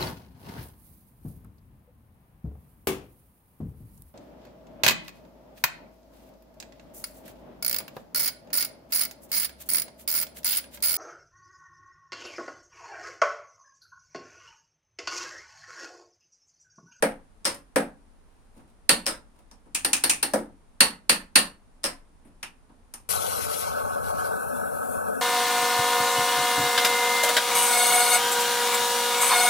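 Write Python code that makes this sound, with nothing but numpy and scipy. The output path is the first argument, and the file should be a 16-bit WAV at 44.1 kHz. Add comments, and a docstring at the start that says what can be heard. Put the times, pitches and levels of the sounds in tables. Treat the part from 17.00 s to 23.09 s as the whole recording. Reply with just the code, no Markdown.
"""An open electric door lock is worked on a wooden table in a small room, with two microphones close above.
The solenoid knocks and its armature drops back bouncing; a hand pushes the sprung bolt, which works
its catch up and down and slams home. Blows are shaped noise, with decaying modes for the steel case and
the table. Sliding fingers are sparse random grains; low room tone is filtered noise behind it all."""
import sys
import numpy as np
from scipy import signal
from scipy.fft import rfft, irfft
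from scipy.io import wavfile
from scipy.ndimage import uniform_filter1d

SR = 44100
rng = np.random.default_rng(int(sys.argv[2]) if len(sys.argv) > 2 else 0)


def unload_wav(signal):
    """Save mono or channel-first audio to the path in sys.argv[1] as 16-bit WAV at rate SR, clipped to [-1, 1]."""
    wavfile.write(
        sys.argv[1],
        SR,
        np.round(np.clip(np.atleast_2d(signal).T, -1, 1) * 32767).astype(np.int16),
    )


N = 268560  # length of the scene [samples]
SIZE = 16384  # length of one blow [samples]
T, HZ = np.arange(SIZE) / SR, np.fft.rfftfreq(SIZE, 1 / SR)

# Event levels are relative: each kind of blow adds its own gain; boom, clack and treble tilt its colour.
# The solenoid pulls in; the hand muffles the last pull: (time [s], level [dB], clack near 2.4 kHz [dB])
KNOCKS = [(0.0237, -10.5, 2), (0.7587, -10.5, 1.5), (3.3352, -12, -7)]
# The armature falls back: (time [s], level [dB])
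DROPS = [(0.446, -12.5), (2.0585, -14), (4.834, -14.5)]
# The bolt hits its stop, rocking the case on the table more or less: (time [s], level [dB], boom [dB])
SLAMS = [(1.890, -4, 2), (3.8033, -2.5, -1), (4.0925, -5, -1), (4.354, -2.5, -0.5)]
# The catch is pushed up: (time [s], level [dB])
LIFTS = [(2.7462, -14.5), (2.930, -8.5), (3.0942, -8)]
# The catch snaps down: (time [s], level [dB])
SEATS = [(2.8452, -11), (3.036, -9.5), (3.226, -11)]
# Loose parts touch, and a finger scrapes briefly at 0.544 s: (time [s], level [dB], clack near 2.4 kHz [dB],
# treble [dB])
TICKS = [(.544, -33, 0, 13.5), (2.512, -33.5, -8.5, -2), (5.4285, -20, 8.5, 4), (5.938, -25.5, -3, 12)]
# Fingers bump the case: (time [s], level [dB], clack near 2.4 kHz [dB], treble [dB])
BUMPS = [(1.562, -46.5, -2, 6), (1.592, -41, 9, -7), (2.659, -42.5, 4, -4), (5.249, -47, 16, 12),
         (5.694, -39.5, 2, -14)]
# Fingers slide: (time [s], length [s], level [dB])
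RUBS = [(1.205, 0.37, -76.5), (1.491, 0.16, -66), (1.662, 0.049, -67), (2.341, 0.079, -64.5),
        (5.254, 0.044, -69)]

# Relative colour of each kind of contact: (frequency [Hz], density [dB per Hz])
KNOCK_COLOUR = [(100, -26.5), (140, -19.5), (200, -6.5), (560, -4), (800, -3.5), (1150, -10.5), (1750, -8),
                (2500, -18.5), (4000, -21.5), (5500, -20), (7000, -27.5), (8500, -19), (11500, -25),
                (15500, -32)]
DROP_COLOUR = [(100, -15), (180, -9), (300, -2.5), (400, -9), (560, -2.5), (900, -3), (1600, -4),
               (3000, -6), (4300, -8.5), (6800, -10.5), (8500, -5.5), (11000, -14.5), (13000, -16),
               (15500, -22)]
SLAM_COLOUR = [(100, -18.5), (160, -8), (230, -2.5), (400, -6.5), (700, -4), (1500, -2), (2700, -1),
               (3500, -3.5), (5200, -5), (7000, -8.5), (8500, -2.5), (11000, -8), (13200, -11.5),
               (15500, -20)]
LIFT_COLOUR = [(100, -14), (190, -10), (270, -2), (420, -13.5), (820, -4.5), (1150, -5.5), (1900, -4.5),
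               (2600, 4.5), (3400, -2), (4400, -1.5), (7000, 1), (8700, 1), (11000, -7.5), (15500, -13.5)]
SEAT_COLOUR = [(100, -10.5), (190, -8), (290, 6), (520, -1), (830, 0), (1130, -1), (1600, 1.5),
               (2800, -3.5), (4500, -0.5), (7000, -8.5), (8700, 0.5), (11000, -6.5), (13200, -5),
               (15500, -16.5)]
TICK_COLOUR = [(100, -3.5), (250, 4), (500, -2), (900, 8.5), (1300, 3), (1900, 1.5), (2550, 3.5),
               (4000, -2.5), (5500, 4.5), (7500, -6.5), (9400, -3.5), (11000, -15), (13000, -10),
               (15500, -34)]
BUMP_COLOUR = [(100, -5), (260, 7), (450, -5.5), (900, -7), (2000, -27.5), (6000, -37), (10000, -27.5),
               (15000, -53)]
RUB_COLOUR = [(100, -11), (300, 4), (950, 2.5), (1600, -9), (2600, -9.5), (6000, -15), (10500, -15.5),
              (15500, -22.5)]

# Resonances of table top and case, heard in every blow: (frequency [Hz], width [Hz], height [dB])
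BODY_PEAKS = [(178, 15, 4), (233, 18, 7.5), (235, 29, -4), (272, 32, 3), (416, 40, -4), (454.2, 28, 3),
              (520, 22, 2.5), (569.4, 26, 1), (665, 94, -3), (784, 40, 0.5), (935.5, 73, 2.5),
              (1310, 130, 2.5), (1760, 190, 3), (3340, 200, -2)]
# Resonances of the part that is struck: (frequency [Hz], width [Hz], height [dB])
CORE_PEAKS = [(290, 41, 3), (385, 31, -4.5), (474, 140, 3.5), (681, 94, 5.5), (1645, 45, 5.5),
              (2370, 380, 4.5), (7900, 290, 1.5)]
ARMATURE_PEAKS = [(340, 60, 5.3), (551, 42, 9.8), (1375, 42, 1.9), (5060, 560, 7.8), (5380, 800, 7.5)]
BOLT_PEAKS = [(1109, 80, 1.2), (1414, 120, 1.1), (1990, 120, 1), (2720, 220, 5.6), (4330, 560, 5.4),
              (4455, 460, 7)]
CATCH_PEAKS = [(2405, 265, 3.8), (8930, 300, 4.3)]
SEAT_PEAKS = [(835, 120, 7), (2760, 320, 6.5), (4400, 370, 6), (5415, 350, 4.5), (9480, 300, 4.5)]  # the seat that the catch snaps into
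# Long modes of the steel case and spring: (frequency [Hz], relative level [dB], t60 [s])
STEEL_MODES = [(1427, -7, .2), (1818, -2, .24), (2422, -8, .19), (2715, -2, .19), (4184, -1, .22),
               (4401, -3, .23), (4496, -5, .21), (4698, -2, .22), (7855, -6, .13), (9029, -2, .17),
               (9175, -2, .17), (9255, -5, .16), (9352, 0, .17), (9383, -2, .16)]
# Long modes of the wooden table top: (frequency [Hz], relative level [dB], t60 [s])
WOOD_MODES = [(178, -11, .3), (217, -5, .33), (279, -3, .3), (456, -3, .19), (518, -1, .2), (566, 2, .19),
              (624, -3, .17)]
# Turning points of the tilt of a blow, from boom through clack to treble: (frequency [Hz])
TOUCH_HZ = [400, 1100, 2400, 5000, 11000]

# How a blow dies away by band; each kind scales the t60 and shifts the crack:
# (frequency [Hz], room t60 [s], rise [s], direct crack over the room [dB], left-right likeness [-1 to 1])
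ROOM_BANDS = [(119, .45, 0.028, -6, 0.99), (260, .32, .003, -4, .92), (543, 0.27, .0032, 4, 0.64),
              (1090, .27, 0.0023, 4, 0), (2560, 0.23, 0.001, 2.5, .25), (4870, .2, .0004, 4.5, .07),
              (9300, 0.2, .0004, 2, 0), (15000, .19, 0.00035, 4.5, 0)]
# Relative colour of the room tone: (frequency [Hz], density [dB per Hz])
HUSH_COLOUR = [(12, -26.5), (20, 2), (38, -3.5), (55, -12), (86, -13), (127, -23.5), (241, -17), (377, -27),
               (446, -23.5), (485, -26.5), (949, -27), (2080, -37), (3530, -42), (10500, -47), (16000, -65)]
# Resonances of the microphone port: (frequency [Hz], width [Hz], height [dB])
PORT_PEAKS = [(9300, 1100, 9), (9700, 210, 1.5), (13200, 560, 3.5)]

RING_DB_PER_DB = 1.06  # the harder a blow is for its kind, the larger the share of steel ring
GAP_SHRINK = .85  # each rebound comes sooner than the one before
BOUNCE_SPREAD = .04  # share by which the rebound times vary from blow to blow
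# Steel on steel, a first bright snap: level before the crack shift [dB], decay constant [s], lower edge [Hz]
SNAP_DB, SNAP_S, SNAP_HZ = 7.5, 0.00074, 8000
HUSH_DB = -55.5  # level of the room tone ahead of the microphone port
EDGE_HZ = 16200  # upper end of the band


def solenoid_knocks():
    """The solenoid pulls in: single blows on the core that boom in the table."""
    fades = fading(crack_db=-1, crack_s=0.0088, lean_db=2.0, length=1.022)
    return blows(KNOCKS, KNOCK_COLOUR, CORE_PEAKS, fades,
                 gain_db=21.5, bass_db=1.5, dulling=.2, wood_db=-2.5)


def armature_drops():
    """The armature falls back and rebounds three times, ringing case and table."""
    fades = fading(crack_db=5.5, crack_s=0.0019, lean_db=2.5, length=0.98)
    contacts = bouncing(graze_s=.0065, graze_db=-17.5, gap_s=.0098, loss_db=5.0, count=3)
    return blows(DROPS, DROP_COLOUR, ARMATURE_PEAKS, fades, gain_db=21.5, bass_db=0.3, pan_db=0.1,
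                 ring_db=-15, wood_db=-18, contacts=contacts)


def bolt_slams():
    """The sprung bolt hits its stop and rebounds twice, with a strong ring of steel."""
    fades = fading(crack_db=5.0, crack_s=.0045, lean_db=0.96, length=1.022)
    contacts = bouncing(graze_s=0.0023, graze_db=-21.5, gap_s=.0055, loss_db=8, count=2)
    return blows(SLAMS, SLAM_COLOUR, BOLT_PEAKS, fades, gain_db=20.5, bass_db=1.0, pan_db=-.5, dulling=.8,
                 ring_db=-8.5, wood_db=-19, contacts=contacts, columns=["boom_db"])


def catch_contacts():
    """The catch grazes, lands and rebounds once, softly."""
    return bouncing(graze_s=0.0016, graze_db=-21, gap_s=.0065, loss_db=17.0, count=1)


def catch_lifts():
    """The catch is pushed up: bright blows without a long ring."""
    fades = fading(crack_db=1.0, crack_s=0.0077, lean_db=0.3, length=1.0)
    return blows(LIFTS, LIFT_COLOUR, CATCH_PEAKS, fades,
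                 gain_db=19.5, bass_db=-0.5, pan_db=-0.05, contacts=catch_contacts())


def catch_seats():
    """The catch snaps down into its seat and sets the steel ringing."""
    fades = fading(crack_db=4.5, crack_s=0.0086, lean_db=2.2, length=1.01)
    return blows(SEATS, SEAT_COLOUR, SEAT_PEAKS, fades, gain_db=19.0, bass_db=-0.6, pan_db=-0.36,
                 dulling=.2, ring_db=-10.5, contacts=catch_contacts())


def loose_ticks():
    """Loose parts touch, and a finger scrapes once briefly: small blows with no long ring."""
    fades = fading(crack_db=2.0, crack_s=0.0053, lean_db=4, length=0.92)
    return blows(TICKS, TICK_COLOUR, [], fades, gain_db=12.5, bass_db=2.5, pan_db=-.5, dulling=.55)


def finger_bumps():
    """Fingers bump the case: faint, dull blows that the table takes up."""
    fades = fading(crack_db=-8.5, crack_s=.005, lean_db=3.0, length=1.1)
    return blows(BUMPS, BUMP_COLOUR, [], fades, gain_db=21.0, bass_db=0.7, dulling=1.6, wood_db=-14)


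def blows(rows, colour, part, fades, gain_db, bass_db, pan_db=0, dulling=0, ring_db=None, wood_db=None,
          contacts=((0, 0),), columns=("clack_db", "treble_db")):
    """Blows of one kind share their path through the room; soft ones are duller, hard ones ring more.

    dulling is the bass gained per dB of softness [dB per dB]."""
    out = np.zeros((2, N))
    path = rng.standard_normal((2, SIZE))
    shape_db = read(colour, HZ) + peaks(BODY_PEAKS + part, HZ)
    shape_db = shape_db - 10 * np.log10(np.mean(amp(shape_db) ** 2))
    hardest_s = max(contacts, key=lambda contact: contact[1])[0]
    usual_db = np.mean([row[1] for row in rows])

    def strike(s, level_db, boom_db=0, clack_db=0, treble_db=0):
        """One blow: its contacts, then the ring of the steel and the boom of the table."""
        force_db = level_db - usual_db
        thud_db = bass_db + boom_db - dulling * force_db
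        contact = response(path + .8 * lumpy_noise(lumpy_db=2.5), fades)
        hit = np.zeros((2, SIZE))
        bounce = 1 + BOUNCE_SPREAD * rng.uniform(-1, 1)
        for delay, db in contacts:
            add(hit, delay * bounce, amp(db) * contact)
        touch_db = read(np.c_[TOUCH_HZ, [thud_db, 0, clack_db, 0, treble_db]], HZ)
        gain = amp(level_db + gain_db + np.array([[pan_db], [-pan_db]]))
        # level out the broad spectrum first, then give it the colour of the blow
        add(out, s, gain * coloured(hit, shape_db + touch_db - broad_db(hit)))
        if ring_db is not None:  # the hardest contact sets the steel ringing at once
            steel = ring(STEEL_MODES, shape_db, spread=0.97, rise=.0005)
            add(out, s + hardest_s, gain * amp(ring_db + RING_DB_PER_DB * force_db) * steel)
        if wood_db is not None:  # the heavy table follows
            wood = ring(WOOD_MODES, shape_db, spread=0.087, rise=0.0053)
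            add(out, s + hardest_s, gain * amp(wood_db + thud_db) * wood)

    for s, level_db, *touch in rows:
        strike(s, level_db, **dict(zip(columns, touch)))
    return out


def bouncing(graze_s, graze_db, gap_s, loss_db, count):
    """A part grazes, lands, and rebounds ever sooner and softer: (time after the graze [s], level [dB])."""
    landings = graze_s + gap_s * np.r_[0, np.cumsum(GAP_SHRINK ** np.arange(count))]
    return [(0, graze_db)] + [(s, -loss_db * k) for k, s in enumerate(landings)]


def ring(modes, shape_db, spread, rise):
    """Modes ring on, louder where the blow feeds them; spread sets how far the microphones differ in phase."""
    hz, db, t60 = np.transpose(modes)
    fed_db = db + .5 * np.interp(hz, HZ, shape_db) + rng.standard_normal(len(hz))
    phase = rng.random(len(hz)) + spread * rng.random((2, len(hz)))  # [turns]
    step = np.exp((2j * np.pi * hz - np.log(1000) / t60) / SR)  # turn and loss in one sample
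    waves = np.cumprod(np.repeat(step[:, None], SIZE, axis=1), axis=1)
    out = ((amp(fed_db) * np.exp(2j * np.pi * phase)) @ waves).real
    return unit(out * (1 - np.exp(-T / rise)))


def lumpy_noise(lumpy_db):
    """Fresh noise for each blow, its level wavering in small random lumps: a grainy sound."""
    lumps = uniform_filter1d(rng.standard_normal(SIZE), size=80)
    return rng.standard_normal((2, SIZE)) * amp(lumpy_db * lumps / lumps.std())


def fading(crack_db, crack_s, lean_db, length):
    """Level over time by band and microphone: a bright snap, a short crack from the case, the room's tail."""
    hz, t60, rise, direct_db, _ = np.transpose(ROOM_BANDS)[:, :, None, None]
    snap = amp(SNAP_DB) * hz ** 2 / (hz ** 2 + SNAP_HZ ** 2) * np.exp(-T / SNAP_S)
    direct = amp(direct_db) * np.exp(-T / crack_s)
    lean = np.array([[lean_db], [-lean_db]])  # left, right
    crack = amp(crack_db + lean) * np.hypot(snap, direct)
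    tail = np.exp(-np.log(1000) * T / (t60 * length))
    return np.hypot(crack, tail) * (1 - np.exp(-(T / rise) ** 2))  # the bass builds up last


def response(noise, fades):
    """One contact at the two microphones: dense reflections, each band dying away at its own speed."""
    spectra, out = rfft(noise), np.zeros((2, SIZE))
    centres, *_, likeness = np.transpose(ROOM_BANDS)
    for share, same, fade in zip(np.eye(len(ROOM_BANDS)), np.clip(likeness, -1, 1), fades):
        left, other = irfft(spectra * read(np.c_[centres, share], HZ))
        out += fade * stereo(left, other, same)
    return out


def rubs():
    """Fingers slide: each slide is a swell of tiny sticks and slips, heard with the room."""
    slips = np.zeros((1, N))
    for s, length, db in RUBS:
        count = int(length * SR)
        caught = rng.random(count) < 1200 / SR  # about 1200 grains a second
        grains = rng.standard_normal(count) * rng.exponential(1, count) * caught
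        swell = unit(grains * np.hanning(count))
        add(slips, s, amp(db) * np.sqrt(count) * swell[None])
    fades = fading(crack_db=4.5, crack_s=.003, lean_db=-0.5, length=0.83)
    path = response(rng.standard_normal((2, SIZE)), fades)
    path = unit(coloured(path, read(RUB_COLOUR, HZ) - broad_db(path)))
    return signal.fftconvolve(slips, path, axes=1)[:, :N]


def hush():
    """Quiet room tone: noise partly alike at both microphones in the bass, nearly separate in the treble."""
    hz = np.fft.rfftfreq(N, 1 / SR)
    left, other = rfft(rng.standard_normal((2, N)))
    same = np.clip(read([(40, 0.37), (250, 0.52), (1000, 0.12), (3000, .1)], hz), -1, 1)
    pair = stereo(left, other, same)
    return amp(HUSH_DB) * np.sqrt(N) * unit(irfft(pair * amp(read(HUSH_COLOUR, hz)), N))


def stereo(left, other, same):
    """Left and right channels of a given likeness, from two independent noises."""
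    return np.array([left, same * left + np.sqrt(1 - same ** 2) * other])


def amp(db):
    """Decibels to gain."""
    return 10 ** (np.asarray(db) / 20)


def unit(x):
    """Scales to a mean energy of 1 a channel."""
    return x / np.sqrt(np.mean(np.sum(x ** 2, -1)) + 1e-20)


def read(points, hz):
    """Joins (frequency [Hz], value) points on a log-frequency axis."""
    f, value = np.transpose(points)
    return np.interp(np.log(hz + 1), np.log(f + 1), value)


def peaks(rows, hz):
    """The dB curve of a set of resonances."""
    return sum(db / (1 + (2 * (hz - f) / width) ** 2) for f, width, db in rows)


def add(mix, s, sound):
    """Mixes a sound in at a time [s]."""
    part = mix[:, max(round(s * SR), 0):][:, :sound.shape[1]]
    part += sound[:, :part.shape[1]]


def coloured(x, db):
    """Filters by a dB curve with minimum phase, so that nothing sounds before the attack."""
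    cepstrum = irfft(np.log(amp(db)))
    cepstrum[1:SIZE // 2] *= 2
    cepstrum[SIZE // 2 + 1:] = 0
    impulse = irfft(np.exp(rfft(cepstrum)))
    return signal.fftconvolve(x, impulse[None], axes=1)[:, :x.shape[1]]


def broad_db(x):
    """The spectrum of a sound in dB, averaged over about an eighth of an octave."""
    total = np.cumsum((abs(rfft(x)) ** 2).mean(0))
    k = np.arange(len(HZ))
    lo, hi = np.maximum(k - k // 24 - 6, 0), np.minimum(k + k // 24 + 6, k[-1])
    return 10 * np.log10((total[hi] - total[lo]) / (hi - lo) + 1e-12)


def scene():
    """All the moving parts of the lock and the hand at work, over the room tone."""
    lock = solenoid_knocks() + armature_drops() + bolt_slams() + catch_lifts() + catch_seats() + loose_ticks()
    hand = finger_bumps() + rubs()
    return lock + hand + hush()


def record(dry):
    """The microphone port rings in the treble, the loudest peaks flatten, and the band ends."""
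    heard = np.clip(coloured(dry, peaks(PORT_PEAKS, HZ)), -1, 1)
    lowpass = signal.firwin(255, EDGE_HZ, window=("kaiser", 8), fs=SR)
    return signal.oaconvolve(heard, lowpass[None], "same")


dry = scene()
out = record(dry)
unload_wav(out)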